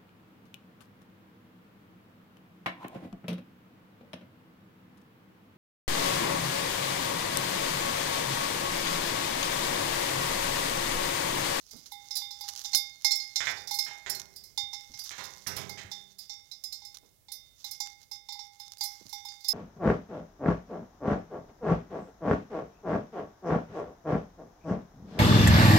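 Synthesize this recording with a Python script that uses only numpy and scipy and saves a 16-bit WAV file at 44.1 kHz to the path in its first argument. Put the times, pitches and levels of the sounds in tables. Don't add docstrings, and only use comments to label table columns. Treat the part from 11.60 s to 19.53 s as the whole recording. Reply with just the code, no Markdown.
import sys
import numpy as np
from scipy import signal
from scipy.fft import rfft, irfft, next_fast_len
from scipy.io import wavfile
from scipy.ndimage import uniform_filter1d

SR = 44100
rng = np.random.default_rng(int(sys.argv[2]) if len(sys.argv) > 2 else 0)


def log_audio(samples):
    frames = np.atleast_2d(samples).T
    limited = np.clip(frames, -1, 1)
    pcm = np.round(limited * 32767).astype(np.int16)
    wavfile.write(sys.argv[1], SR, pcm)


N = 349713
T = np.arange(N) / SR
RING = T[:int(.8 * SR)]

# frequency_hz, density_db
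AIR_SPECTRUM = [(20, -29.5), (45, 4), (75, -1), (130, -3.5), (250, -11.5), (600, -13.5), (1500, -24.5),
                (4000, -22), (16000, -16.5)]
# frequency_hz, density_db
LEFT_SPECTRUM = [(20, -19.5), (55, -2), (100, 0.5), (200, -15), (400, -21.5), (1600, -27.5), (16000, -30)]
# start_s, level_db, pitch_hz, decay_s, left_gain_db
STEP_THUDS = [(.13, -52.5, 220, 0.046, -32), (1.15, -38, 135, .005, -38), (3.033, -61.5, 79, 0.018, -7),
              (3.297, -56.5, 104, 0.03, -4), (3.355, -64, 81, 0.01, 2), (4.246, -58, 95, 0.022, 3),
              (5.429, -64.5, 374, 0.045, -31), (7.412, -53, 196, .01, -20), (7.453, -51.5, 177, 0.016, -26)]
# frequency_hz, density_db
GRASS_SPECTRUM = [(300, -25.5), (1000, -11), (2500, -12), (4000, 0.5), (6300, 5), (8500, -12.5),
                  (12000, -8), (16000, -17)]
# time_s, level_db
RUSTLE_CURVE = [(0, -73), (.7, -72), (1.0, -60.5), (1.3, -74.5), (1.6, -69), (2.45, -72), (2.85, -85),
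                (3.13, -75), (3.5, -65.5), (3.8, -74.5), (4.1, -73), (4.45, -77.5), (5.3, -81), (5.62, -99),
                (6.15, -71.5), (6.42, -83), (7.33, -74), (7.93, -80)]
# start_s, level_db, decay_s
SHARP_CLICKS = [(0.259, -46.5, 0.016), (0.881, -34.5, 0.0023), (0.887, -29, 0.0059), (0.894, -37, 0.0053),
                (0.936, -38, .002), (0.961, -35, 0.0037), (1.011, -33, 0.00027), (1.148, -19.5, 0.0037),
                (2.597, -34, 0.005), (2.617, -38, 0.0018), (5.344, -44, .011), (5.371, -38, 0.0019),
                (5.385, -48.5, 0.0025), (6.261, -41, 0.0025), (6.273, -38, 0.0012), (7.081, -40.5, 0.0013),
                (7.12, -38, 0.002), (7.172, -42, .001)]
# frequency_hz, level_db
PIPE_SPECTRUM = [(100, -20.5), (350, -46.5), (750, -14), (1100, -18), (1400, -8.5), (1700, -3), (2200, 0.5),
                 (2800, -16), (3500, -3.5), (5000, -38), (7000, -9.5), (9000, -34)]
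# frequency_hz, level_db
FRAME_SPECTRUM = [(60, 4), (200, -2), (420, -3), (600, -1.5), (1100, -3.5), (1900, 2.5), (2700, -4.5),
                  (4000, 0.5), (7000, -2.5), (10000, -31)]
# pitch_hz, level_db, t60_s
FRAME_HUM = [(80.1, -14.5, 1), (192, -15, 1.8), (383, -15, 1.2), (410, -14, 1.2)]
# start_s, pipe_db, frame_db, frame_bass_db
PIPE_KNOCKS = [(1.805, -32.5, -40.5, -20), (1.8708, -28.5, -45, -3.5), (2.264, -49.5, -47.5, -12),
               (2.462, -39, -46, -2.5), (3.508, -46, -46.5, -17), (3.582, -50, -44, -5.5),
               (3.864, -45, -42.5, 2), (3.964, -59, -42, 1), (4.175, -49, -47, -12)]
# pitch_hz, level_db, t60_s
BELL_MODES = [(818, 0, .46), (915, 1, .03), (2066, -8, .55), (2133, -2, .62), (3541, -5, .45),
              (3635, 1, .48), (3974, -7, .12), (4279, -6, .18), (4795, -7, .27), (5188, -3, .28),
              (5254, -4, .23), (5469, -10, .28), (5768, -10, .28), (6102, -7, .2), (7178, -1, .18),
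              (7655, -14, .22), (7891, -20, .18), (8410, -19, .18), (9660, -18, .16), (9800, -17, .14),
              (10540, -13, .16), (10650, -14, .14), (11111, -18, .15), (11757, -12, .17), (11938, -11, .17),
              (12625, -14, .14), (12988, -13, .17), (13156, -15, .16), (13662, -14, .13), (15495, -16, .16)]
FAMILY_BORDERS_HZ = [1500, 3000, 3850, 6800, 8100]
# level_db, depth_share, brightness_share
FAMILY_VOICING = [(3, 1, 0), (-6, .6, 0), (-3, .5, 0), (0, 0, 0), (-5.5, 0, .3), (1, 0, 1)]
# start_s, level_db, depth_db, brightness_db, favoured_hz
CLAPPER_BLOWS = [(0.1094, -49.5, -23.5, -1, 5640), (0.319, -50, 3, 6, 3974.0), (0.507, -39, -15, -10, 5170),
                 (0.6167, -44, -9, -11, 3630), (0.7072, -43.5, -12.5, -6, 4795.0),
                 (0.8085, -45.5, -5, 1, 4795.0), (0.8371, -46.5, -9, -24, 3700),
                 (1.045, -38.5, -18, -9, 3550), (1.1315, -29.5, -16.0, -15.0, 4279.0),
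                 (1.4455, -23.5, -13.5, -5.5, 2190), (1.5076, -31, -30, -9, 5460),
                 (1.5165, -28.5, -24.5, -10, 5469.0), (1.6001, -39.5, -26, -20.0, 4279.0),
                 (1.7575, -25.5, -22.5, -10.5, 5469.0), (1.8529, -37.5, -18, -13, 2230),
                 (1.8838, -42.0, -19, -27, 5469.0), (1.9705, -46.5, -6.5, -33, 4795.0),
                 (2.073, -39, -19, -4.0, 5768.0), (2.1095, -35, -6.5, -1, 5720),
                 (2.187, -31.5, -15.5, -1.5, 5350), (2.245, -42.5, -37, -4.5, 5469.0),
                 (2.3085, -51, 0, -13.0, 2180), (2.497, -37, -17.0, 7.5, 5469.0),
                 (2.5478, -41.5, -45, 2.0, 4279.0), (2.7605, -52, -23, 5.5, 4795.0),
                 (2.8372, -51.5, -45, 3, 2100.0), (2.9755, -32, -11, -7.5, 3664),
                 (3.131, -40.5, -9, -13, 5469.0), (3.3378, -46.5, -15.5, -18, 2100.0),
                 (3.437, -48.0, -22, 7, 3640), (3.6365, -45.5, -15, -1.5, 2140),
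                 (3.9637, -45, -8, 10, 5370), (4.0931, -43.5, -10, -1, 2105),
                 (4.314, -39, -13.5, -13, 3530), (4.6952, -45.0, -8.5, -10.0, 5469.0),
                 (4.914, -46, -28, -8.5, 3974.0), (5.0375, -43.5, -21.5, 6, 5140),
                 (5.124, -41.5, -32, -1.5, 5469.0), (5.2183, -55, -4.5, -20, 5060),
                 (5.2488, -50, -28, 1.0, 5300), (5.6836, -51.5, -7, -28, 3630),
                 (6.043, -41.5, -16.5, -2, 3974.0), (6.1105, -44, -20.5, 5.0, 5250),
                 (6.202, -36.5, -10.0, -7, 7178.0), (6.5125, -43, -14.5, -5.5, 5145),
                 (6.6868, -43.5, -4.5, -14, 5469.0), (6.7225, -46, -12, -4.5, 4795.0),
                 (6.753, -69.5, 15.5, 1, 3974.0), (6.7912, -45, -7.5, -18, 5469.0),
                 (6.998, -52.5, -4, -0.5, 5170), (7.1812, -57.5, -48, 5, 4795.0),
                 (7.2082, -35, -10, -2.5, 4795.0), (7.4921, -51.5, -22, 1, 5768.0),
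                 (7.5275, -44, -2.5, 1, 5768.0), (7.6508, -50, 4.5, 3, 5160),
                 (7.6858, -46, -37, -15, 4795.0), (7.806, -55.5, -22, -1, 4795.0),
                 (7.8445, -44, -12, -2, 4795.0)]
# start_s, level_db, contact_s, favoured_hz
CLAPPER_SCRAPES = [(0.1629, -57, 0.0025, 3974.0), (0.553, -35.5, 0.0059, 4795.0),
                   (0.566, -34.5, 0.0042, 3974.0), (1.1485, -28, 0.0055, 5220.0),
                   (1.171, -34.5, 0.0017, 3590.0), (1.5521, -40.5, 0.008, 5220.0),
                   (2.1377, -39.5, 0.016, 4279.0), (3.3903, -44.0, 0.0026, 4795.0),
                   (3.868, -36.5, 0.0098, 5768.0), (4.584, -47.5, 0.012, 4795.0),
                   (5.717, -41.5, 0.0038, 2100.0), (7.232, -36, 0.013, 5768.0),
                   (7.8823, -33, 0.0028, 5220.0)]
# frequency_hz, density_db
GRIT_SPECTRUM = [(200, -4), (1500, 1), (3500, -14), (6500, 4), (9000, -10.5), (16000, -17)]
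CLACK_SPECTRUM = [(2800, -12), (4200, 2), (6300, 7.5), (8800, -9.5), (12000, -20.5), (16000, -20)]
ECHO_SPECTRUM = [(200, -2.5), (3000, 0), (7000, 0), (16000, -29)]


def undb(db):
    return 10 ** (np.asarray(db) / 20)


def gain_at(hz, spectrum):
    points, db = np.transpose(spectrum)
    return undb(np.interp(np.log(np.maximum(hz, 1)), np.log(points), db))


def colour(x, spectrum):
    n = next_fast_len(len(x))
    shaped = irfft(rfft(x, n) * gain_at(np.fft.rfftfreq(n, 1 / SR), spectrum), n)[:len(x)]
    return shaped / np.sqrt(np.mean(shaped ** 2))


def noise(samples, spectrum):
    return colour(rng.standard_normal(samples), spectrum)


def high_pass(x, hz):
    return signal.sosfilt(signal.butter(5, hz, "high", fs=SR, output="sos"), x)


def drift(rate_hz):
    hold = int(SR / rate_hz)
    stairs = np.repeat(rng.standard_normal(N // hold + 1), hold)
    return 1.04 * uniform_filter1d(uniform_filter1d(stairs, hold), hold)[:N]


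def add(out, start_s, x):
    i = max(int(start_s * SR), 0)
    out[i:i + len(x)] += x[:max(N - i, 0)]


def modes(hz, t60, phase=0):
    decay = np.exp(-np.log(1000) * np.outer(1 / t60, RING))
    return np.sin(2 * np.pi * np.outer(hz, RING) + np.reshape(phase, (-1, 1))) * decay


def chatter(contact_s):
    t = T[:int(8 * contact_s * SR) + 2]
    spectrum = rfft(rng.standard_normal(len(t)) * np.exp(-t / contact_s))
    force = irfft(spectrum / np.abs(spectrum), len(t)) * np.exp(-t / (4 * contact_s))
    return force / np.sqrt(np.sum(force ** 2))


def ambience(left_db=-70, right_db=-64):
    right = undb(right_db + 2 * drift(3)) * noise(N, AIR_SPECTRUM)
    left = undb(left_db) * noise(N, LEFT_SPECTRUM)
    return np.array([left, right])


def field_echo(x, wet_db=-27, t60=1.0):
    tail = noise(len(RING), ECHO_SPECTRUM)
    tail *= np.exp(-np.log(1000) * RING / t60) * (1 - np.exp(-RING / .0053))
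    return x + undb(wet_db) * signal.fftconvolve(x, tail / np.linalg.norm(tail))[:N]


def steps(attack_s=.00056):
    left, right = np.zeros((2, N))
    for start_s, db, hz, decay_s, left_db in STEP_THUDS:
        soil = noise(len(RING), [(hz / 4, -14), (hz, 0), (hz * 2, -12), (hz * 6, -26), (hz * 30, -60)])
        thud = undb(db) * soil * np.exp(-RING / decay_s) * (1 - np.exp(-RING / attack_s))
        add(left, start_s, undb(left_db) * thud)
        add(right, start_s, thud)
    return np.array([left, right])


def grass(rustle_db=13, grain_db=3.5, flicker_db=5, ticks_per_s=4, tick_db=25, tick_s=.0012):
    grains = undb(grain_db * np.minimum(rng.exponential(size=N // 32 + 1), 6))
    rustle = colour(np.repeat(grains, 32)[:N] * rng.standard_normal(N), GRASS_SPECTRUM)
    swell_db = lambda s: np.interp(s, *np.transpose(RUSTLE_CURVE))
    out = rustle * undb(swell_db(T) + rustle_db + flicker_db * drift(40))
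    draws = rng.uniform([0, -4], [T[-1], 4], (int(ticks_per_s * T[-1]), 2))
    ticks = [(s, swell_db(s) + tick_db + offset_db, tick_s) for s, offset_db in draws]
    t = T[:2048]
    for start_s, db, decay_s in SHARP_CLICKS + ticks:
        add(out, start_s, undb(db) * np.exp(-t / decay_s) * noise(len(t), GRASS_SPECTRUM))
    return out


def pipe_and_frame(pipe_t60=.34, frame_t60=.42, bass_t60=1.0, rattle_s=.015, grit_s=.085, count=220):
    order = np.arange(5, 58) + .5
    pipe_hz = 3.148 * order ** 2 / (1 + (order / 134) ** 2)
    pipe_rings = modes(pipe_hz, pipe_t60 / np.hypot(.8, pipe_hz / 3500), phase=-np.pi * .3 * order)
    frame_hz = 90 + 9000 * ((np.arange(count) + rng.random(count)) / count) ** 1.7
    bass_share = 1 / (1 + (frame_hz / 600) ** 4)
    treble_t60 = frame_t60 / np.hypot(.7, frame_hz / 4000)
    frame_rings = modes(frame_hz, bass_share * bass_t60 + (1 - bass_share) * treble_t60)
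    hum_hz, hum_db, hum_t60 = np.transpose(FRAME_HUM)
    hum = undb(hum_db - 9) @ modes(hum_hz, hum_t60)
    out = np.zeros(N)
    for start_s, pipe_db, frame_db, bass_db in PIPE_KNOCKS:
        pipe_mix = gain_at(pipe_hz, PIPE_SPECTRUM) * undb(2 * rng.standard_normal(len(pipe_hz)))
        add(out, start_s, undb(pipe_db + 1.5) * pipe_mix / np.linalg.norm(pipe_mix) @ pipe_rings)
        frame_mix = gain_at(frame_hz, FRAME_SPECTRUM) * rng.standard_normal(count)
        frame_mix *= undb(bass_share * (bass_db - 6.5)) / np.linalg.norm(frame_mix)
        clatter = frame_mix @ frame_rings + undb(bass_db) * hum
        add(out, start_s, undb(frame_db + 7) * signal.fftconvolve(clatter, chatter(rattle_s)))
        grit = colour(rng.standard_normal(len(RING)) ** 5, GRIT_SPECTRUM)
        add(out, start_s, undb(frame_db - 7) * grit * np.exp(-RING / grit_s))
    return out


def sway(x, direct_sway_s=.00005, ground_db=-13, ground_s=.0031, ground_sway_s=.00016):
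    motion = drift(5.5)
    direct = np.interp(T - direct_sway_s * motion, T, x)
    bounce = np.interp(T - ground_s - ground_sway_s * motion, T, x)
    return direct + undb(ground_db) * bounce


def clapper_contacts(blow_s=.00055, scrape_depth_db=-26, scrape_bright_db=4.5, sustain_db_per_s=12):
    choke = lambda db: 2.5 * (db + 31.5)
    blows = [(s, db, depth_db, bright_db, hz, choke(db), blow_s)
             for s, db, depth_db, bright_db, hz in CLAPPER_BLOWS]
    scrapes = [(s, db, scrape_depth_db, scrape_bright_db, hz, choke(db) - sustain_db_per_s, contact_s)
               for s, db, contact_s, hz in CLAPPER_SCRAPES]
    return blows + scrapes


def touches_since(start_s, contacts):
    delays = np.sort([s - start_s for s, *_ in contacts if s > start_s])
    return uniform_filter1d(np.searchsorted(delays, RING).astype(float), size=256)


def goat_bell(favour_db=10, clack_db=-8, clack_s=.023, ring_fade_s=1.0, touch_db=1.0, count=60):
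    shimmer_hz = np.linspace(8200, 15900, count) + rng.uniform(-70, 70, count)
    shimmer_db = -18 + 3 * rng.standard_normal(count)
    hz, mode_db, t60 = np.vstack([BELL_MODES, np.c_[shimmer_hz, shimmer_db, np.full(count, .05)]]).T
    rings = modes(hz, t60, phase=np.pi * np.arange(len(hz)))
    family = np.searchsorted(FAMILY_BORDERS_HZ, hz)
    upper = hz > FAMILY_BORDERS_HZ[1]
    low_rings, high_rings = rings[~upper], rings[upper]
    clack = noise(N + len(RING), CLACK_SPECTRUM)
    contacts = clapper_contacts()
    scatter_db = 1.8 * np.sqrt(hz / 5000) * rng.standard_normal((len(contacts), len(hz)))
    clonk, clink = np.zeros((2, N))
    for contact, spot_db in zip(contacts, scatter_db):
        start_s, level_db, depth_db, bright_db, favoured_hz, choke_db_per_s, contact_s = contact
        voicing_db = np.dot(FAMILY_VOICING, [1, depth_db, bright_db])[family]
        voicing_db += favour_db * np.exp(-((hz - favoured_hz) / 110) ** 2)
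        gains = undb(mode_db + voicing_db + spot_db)
        force = undb(level_db) * chatter(contact_s)
        choke_db = choke_db_per_s * RING
        low = gains[~upper] @ low_rings * undb(-.6 * choke_db)
        damping = undb(-choke_db - touch_db * touches_since(start_s, contacts))
        high = gains[upper] @ high_rings * damping * np.exp(-(RING / ring_fade_s) ** 2)
        high += undb(clack_db) * np.exp(-RING / clack_s) * clack[int(start_s * SR):][:len(RING)]
        add(clonk, start_s, signal.fftconvolve(low, force))
        add(clink, start_s, signal.fftconvolve(high, force))
    return high_pass(clonk, 477) + high_pass(clink, 1680)


def scene(close_db=6, left_bleed_db=-53):
    close = field_echo(sway(goat_bell()) + pipe_and_frame() + grass())
    panned = np.array([undb(left_bleed_db) * close, close])
    return undb(close_db) * (panned + steps()) + ambience()


def record(dry):
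    return signal.sosfilt(signal.ellip(10, .2, 80, 16000, fs=SR, output="sos"), dry)


dry = scene()
out = record(dry)
log_audio(out)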